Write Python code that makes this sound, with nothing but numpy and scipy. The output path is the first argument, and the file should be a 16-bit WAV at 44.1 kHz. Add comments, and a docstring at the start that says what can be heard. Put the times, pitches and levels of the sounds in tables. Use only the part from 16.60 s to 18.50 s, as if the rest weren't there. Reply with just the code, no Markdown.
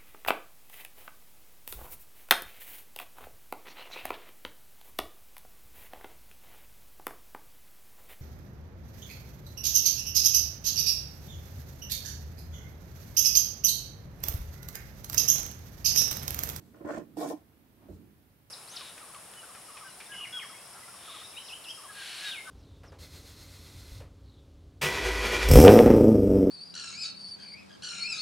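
"""Two short, rasping scrapes as someone dusting a desk drags an object over a wooden shelf.
The object sticks and slips: the board drones and judders, dust hisses under it, harder catches knock.
A soft low thump follows. Clothes rustle over the faint rumble and hiss of a small room,
and everything sits a little to the right."""
import sys
import numpy as np
from scipy import signal
from scipy.fft import rfft, irfft, next_fast_len
from scipy.io import wavfile
from scipy.ndimage import uniform_filter1d, map_coordinates

SR = 44100
rng = np.random.default_rng(int(sys.argv[2]) if len(sys.argv) > 2 else 0)


def master_out(mix):
    """Clip the mix to full scale and print it as 16-bit PCM to the path in sys.argv[1]."""
    frames = np.transpose(np.atleast_2d(mix))
    ceiling = np.clip(frames, -1, 1)
    pcm = np.round(ceiling * 32767).astype(np.int16)
    wavfile.write(sys.argv[1], SR, pcm)


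N = 83790

# harder catches of the object on the shelf (time [s], relative level [dB])
CATCHES = [(.247, -34), (0.308, -28.5), (.332, -34), (.371, -28), (.623, -30), (0.655, -29.5), (.71, -33.5)]


def scrapes():
    """Two drags over the shelf, each with its own swell, contact colour and dust."""
    # each stroke's faders, before the mix trims (time [s], drone [dB], body [dB], rasp [dB], grit [dB])
    first = [(0.135, -61, -72, -86, -82), (0.146, -48, -57, -65.5, -76), (0.2, -59.5, -58.5, -74.5, -81),
             (0.212, -43, -52, -66.5, -79), (0.24, -49, -58, -75, -81), (0.25, -33.5, -45.5, -60.5, -73),
             (0.305, -44.5, -36, -45.5, -64.5), (0.325, -41, -44, -47, -61),
             (0.355, -38, -42.5, -47.5, -60.5), (0.38, -33, -42.5, -58.5, -60.5),
             (0.42, -39, -51.5, -65, -76), (0.46, -61, -70, -84, -85)]
    second = [(0.556, -83, -84, -92, -90), (0.566, -45, -64, -82, -80), (0.572, -44, -40, -68.5, -58),
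              (0.585, -33.5, -47, -61.5, -56.5), (0.61, -41, -39.5, -55.5, -51.5),
              (0.63, -43.5, -31, -56, -51.5), (0.655, -39.5, -37.5, -55.5, -53),
              (0.695, -38.5, -50, -60, -54.5), (0.712, -36.5, -34, -60.5, -55.5),
              (0.745, -41, -47.5, -71, -65.5), (0.765, -53.5, -56, -74, -71.5), (0.83, -68, -71, -97, -92)]
    # colour of the contact (frequency [Hz], level [dB])
    first_contact = [(100, 7), (200, 1.5), (310, -6.5), (460, 0.5), (580, 2), (780, -6), (1150, 7.5),
                     (2000, -5.5), (2800, -12), (4000, -19)]
    second_contact = [(100, -1), (200, 12.5), (310, 1), (460, 3), (560, -10), (660, -0.5), (800, -1.5),
                      (1030, 0.5), (1250, -0.5), (1950, -3), (2100, -22), (2280, 3.5), (4000, -15)]
    # colour of the dust (frequency [Hz], level [dB])
    first_dust = [(1000, -5), (2500, 3), (4000, -4.5), (5500, -2.5), (8300, -3), (9800, -13.5),
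                  (15000, -17)]
    second_dust = [(1000, -6), (2100, -7.5), (2600, -4.5), (3700, 0), (4400, -1.5), (5100, 2), (6400, 0),
                   (8300, -0.5), (9700, -3.5), (11000, -4), (13000, -3), (15500, -12)]
    return (stroke(first, first_contact, first_dust, judder_db=-11)
            + stroke(second, second_contact, second_dust, judder_db=1))


def stroke(faders, contact, dust, judder_db):
    """One drag: tiny slips ring the board in three bands, over a judder and crackling dust."""
    drone_db, body_db, rasp_db, grit_db = -6, -1.5, -1.5, 1  # mix trims
    drone_below_hz, rasp_above_hz = 420, 1200
    drone, body, rasp, grit = gains(faders, outside_db=-120)
    force = slips(per_s=900, spread_db=2.5)

    def ring(lo, hi):
        def response(hz):
            return board(hz, lo, hi) * amp(along(contact, hz)) / (1 + (hz / (2 * hi)) ** 4)
        return spread(filtered(force, response))

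    wood = (amp(drone_db) * drone * ring(0, drone_below_hz)
            + amp(body_db) * body * ring(drone_below_hz, rasp_above_hz)
            + amp(rasp_db) * rasp * ring(rasp_above_hz, SR))
    return wood + drone * judder(judder_db) + amp(grit_db) * grit * crackle(dust)


def slips(per_s, spread_db):
    """Friction as tiny random impulses of uneven size, in two rows with unrelated signs."""
    hits = rng.random(N) < per_s / SR
    sizes = amp(spread_db * rng.standard_normal(N).clip(-2, 2))
    return hits * sizes * rng.choice([-1, 1], (2, N))


def board(hz, lo=0, hi=np.inf):
    """The shelf's response: its resonances between lo and hi Hz, alternating in polarity."""
    # wooden modes (frequency [Hz], bandwidth [Hz], level [dB])
    modes = [(153, 87, -19), (244.5, 44, -9.5), (302, 13.8, 4.5), (365.5, 37.3, -6), (469.4, 39, -6.5),
             (578.4, 34, -2), (647, 38.7, -2), (707.5, 71, -6), (852, 114, -13), (1025, 44, -12),
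             (1089, 78, -17.5), (1442, 108, -27), (1820, 107, -25), (2280, 88, -31.5)]
    return sum((-1) ** k * amp(db) * 1j * hz * width / (centre ** 2 - hz ** 2 + 1j * hz * width)
               for k, (centre, width, db) in enumerate(modes) if lo <= centre < hi)


def judder(level_db):
    """Stick-slip locked near the board's strongest mode: a wavering tone that slowly sags."""
    pitch_hz, sag_hz_per_s, wander_hz, flutter_db = 311, 27.14, 6.9, 2.1
    since_catch = np.arange(N) / SR - CATCHES[0][0]
    pitch = pitch_hz - sag_hz_per_s * since_catch + wander_hz * wobble(per_s=70)
    level = amp(level_db + flutter_db * wobble(per_s=60.06))
    return level * np.sin(2 * np.pi * np.cumsum(pitch) / SR)


def crackle(dust):
    """Dense grains of dust crushed under the object, in clumps that start sharply and die away."""
    clumps_per_s, clump_decay_s, clump_db = 78, 0.0053, -4.5
    starts = 1. 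* (rng.random(N) < clumps_per_s / SR)
    clumps = 1 + amp(clump_db) * signal.lfilter([1], [1, -np.exp(-1 / (clump_decay_s * SR))], starts)
    grains = (slips(per_s=5000, spread_db=0.5) + 0.25 * rng.standard_normal((2, N))) * clumps
    return spread(filtered(patchy(grains, depth_db=2.6), lambda hz: amp(along(dust, hz))))


def catches():
    """The object snags and jerks free, knocking the board."""
    soft_above_hz = 425  # a dull jerk, not a sharp tap
    blows = np.zeros(N)
    for s, db in CATCHES:
        blows[round(s * SR)] = amp(db)
    knocks = filtered(blows, lambda hz: board(hz) / (1 + 1j * hz / soft_above_hz))
    return room(knocks / np.abs(knocks).max() * blows.max())


def thump():
    """Three padded bumps blur into one low thud, with a short dull scuff."""
    # soft bumps (time [s], level [dB])
    bumps = [(1.286, -53.5), (1.302, -45), (1.335, -49.5)]
    # the low modes they ring (frequency [Hz], level [dB], T60 [s])
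    thud_modes = [(65, -2, .2), (89.2, 3, 0.17), (136, -1, 0.19), (193, -3, 0.15), (293.6, -7, .35),
                  (454, -13, 0.14)]
    # colour of the scuff (frequency [Hz], level [dB])
    scuff_colour = [(30, -22), (80, 4), (200, -5.5), (400, -2), (650, -5.5), (900, -27), (1500, -31),
                    (3000, -50), (7000, -43), (15000, -45)]
    attack_s, mode_spread_db, scuff_db, scuff_t60_s = 0.0031, 1.9, -46, 0.23
    t, thud = np.arange(N) / SR, np.zeros(N)
    for s, db in bumps:
        age = np.maximum(t - s, 0)
        ring = sum(amp(level + rng.normal(0, mode_spread_db) - 60 * age / t60)
                   * np.sin(2 * np.pi * hz * age) for hz, level, t60 in thud_modes)
        thud += amp(db) * ring * (1 - np.exp(-age / attack_s))
    age = np.maximum(t - bumps[0][0], 0)
    scuff = amp(scuff_db - 60 * age / scuff_t60_s) * (1 - np.exp(-age / attack_s))
    return room(thud) + scuff * rush(scuff_colour)


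def clothes():
    """Low rustle, a soft swish and light brushing of fibres as the arm moves."""
    # faders of the rustle and the swish (time [s], level [dB])
    rustle_fader = [(0, -56.5), (.08, -59), (.16, -61.5), (.5, -57.5), (.9, -67), (1.15, -64), (1.3, -59.5),
                    (1.42, -56), (1.55, -66), (1.9, -74.5)]
    swish_fader = [(0, -75), (.1, -79.5), (.9, -78.5), (1.15, -84), (1.23, -68), (1.32, -69), (1.45, -96),
                   (1.9, -92)]
    # light brushes (time [s], half-width [s], level [dB])
    brushes = [(.06, 0.1, -77.5), (1.344, 0.041, -75.5)]
    # colours of the three fabric layers (frequency [Hz], level [dB])
    rustle_colour = [(50, -37), (120, -5), (190, 1), (270, -0.5), (310, 0), (360, -5.5), (450, -13),
                     (650, -24.5), (1500, -34), (5000, -48.5)]
    swish_colour = [(200, -28), (600, 4.5), (1100, 0.5), (1700, -10), (3000, -15.5), (8000, -28),
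                    (15000, -31)]
    fibre_colour = [(1500, -31), (4000, 1.5), (5600, -3.5), (7500, 0), (10000, -9), (15000, -15)]
    t = np.arange(N) / SR
    rustle = gains(rustle_fader)[0] * rush(rustle_colour)
    swish = gains(swish_fader)[0] * rush(swish_colour)
    brushing = sum(amp(db) * np.exp(-((t - s) / width) ** 2) for s, width, db in brushes)
    return rustle + swish + brushing * rush(fibre_colour)


def room(x):
    """A mono sound with the small room's short tail in each ear."""
    # the room's decay (frequency [Hz], T60 [s])
    decay = [(150, 0.33), (1000, 0.23), (10000, 0.26)]
    wet_db = -7
    hz, t, bands = signal.stft(rng.standard_normal((2, SR // 2)), SR, nperseg=256)
    tail = signal.istft(bands * amp(-60 * t / along(decay, hz)[:, None]), SR, nperseg=256)[1]
    tail /= np.linalg.norm(tail[0])
    return x + amp(wet_db) * signal.fftconvolve(x[None], tail, axes=1)[:, :N]


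def room_tone():
    """A steady bed of faint rumble and hiss."""
    # colours of the bed (frequency [Hz], level [dB])
    rumble_colour = [(25, -8), (50, -3), (92, 1.5), (130, -1.5), (240, -17.5), (450, -18.5), (1240, -31),
                     (3000, -40), (4000, -54)]
    hiss_colour = [(500, 4.5), (2000, 0), (3500, -3.5), (5000, -6.5), (7000, -10), (9500, -7.5),
                   (12000, -1.5), (15500, -3.5)]
    rumble_db, hiss_db = -65.5, -70
    return amp(rumble_db) * rush(rumble_colour) + amp(hiss_db) * rush(hiss_colour)


def rush(colour):
    """Coloured stereo noise."""
    return spread(filtered(rng.standard_normal((2, N)), lambda hz: amp(along(colour, hz))))


def spread(pair):
    """Two unrelated signals to stereo: bass alike, treble diffuse; mid at rms 1."""
    # likeness of left and right (frequency [Hz], correlation [0..1])
    likeness = [(60, 0.73), (350, 0.83), (700, 0.44), (1100, 0.02), (1600, 0.15), (2500, 0.01), (10000, 0)]

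    def mid_side(hz):
        angle = np.arccos(np.clip(along(likeness, hz), -1, 1)) / 2
        return np.array([np.cos(angle), np.sin(angle)])

    mid, side = filtered(pair, mid_side)
    return np.array([mid + side, mid - side]) / np.std(mid)


def patchy(pair, depth_db):
    """Makes the colour flicker from moment to moment in narrow bands."""
    bands = signal.stft(pair, nperseg=512)[2]
    flicker = uniform_filter1d(rng.standard_normal(bands.shape[1:]), size=4, axis=0)  # across frequency
    flicker = uniform_filter1d(flicker, size=7, axis=1)  # across time
    flicker /= np.sqrt(np.mean(flicker ** 2) + 1e-20)
    return signal.istft(bands * amp(depth_db * flicker), nperseg=512)[1][:, :N]


def wobble(per_s):
    """A smooth curve through per_s random points a second."""
    return map_coordinates(rng.standard_normal(4096), [np.arange(N) * per_s / SR], mode="wrap")


def amp(db):
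    """Decibels to gain."""
    return 10 ** (np.asarray(db) / 20)


def along(points, hz):
    """Reads (frequency [Hz], value) points on a log axis."""
    freqs, values = np.transpose(points)
    return np.interp(np.log(hz + 1), np.log(freqs + 1), values)


def gains(faders, outside_db=None):
    """One gain per sample for each dB column after the time."""
    times, *columns = np.transpose(faders)
    return [amp(np.interp(np.arange(N) / SR, times, db, outside_db, outside_db)) for db in columns]


def filtered(x, response):
    """Shapes x with a response given as a function of frequency."""
    size = next_fast_len(N + SR // 2)
    return irfft(rfft(x, size) * response(np.fft.rfftfreq(size, 1 / SR)), size)[..., :N]


def scene():
    """Scrapes, knocks, thump and clothes over the room tone, all leaning to the right."""
    # stereo balance (frequency [Hz], left minus right [dB])
    balance = [(60, -1.5), (200, -4.5), (330, -7.5), (650, -1.5), (2400, -3), (4400, -.5), (8000, -1.3),
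               (15000, -4)]
    mix = scrapes() + catches() + thump() + clothes() + room_tone()
    return filtered(mix, lambda hz: amp(np.array([along(balance, hz), -along(balance, hz)]) / 2))


def record(dry):
    """The microphone loses the deepest bass and keeps nothing above its band limit."""
    low_hz, top_hz = 39, 15750
    return filtered(dry, lambda hz: (hz < top_hz) * hz ** 2 / np.sqrt(hz ** 4 + low_hz ** 4))


dry = scene()
out = record(dry)
master_out(out)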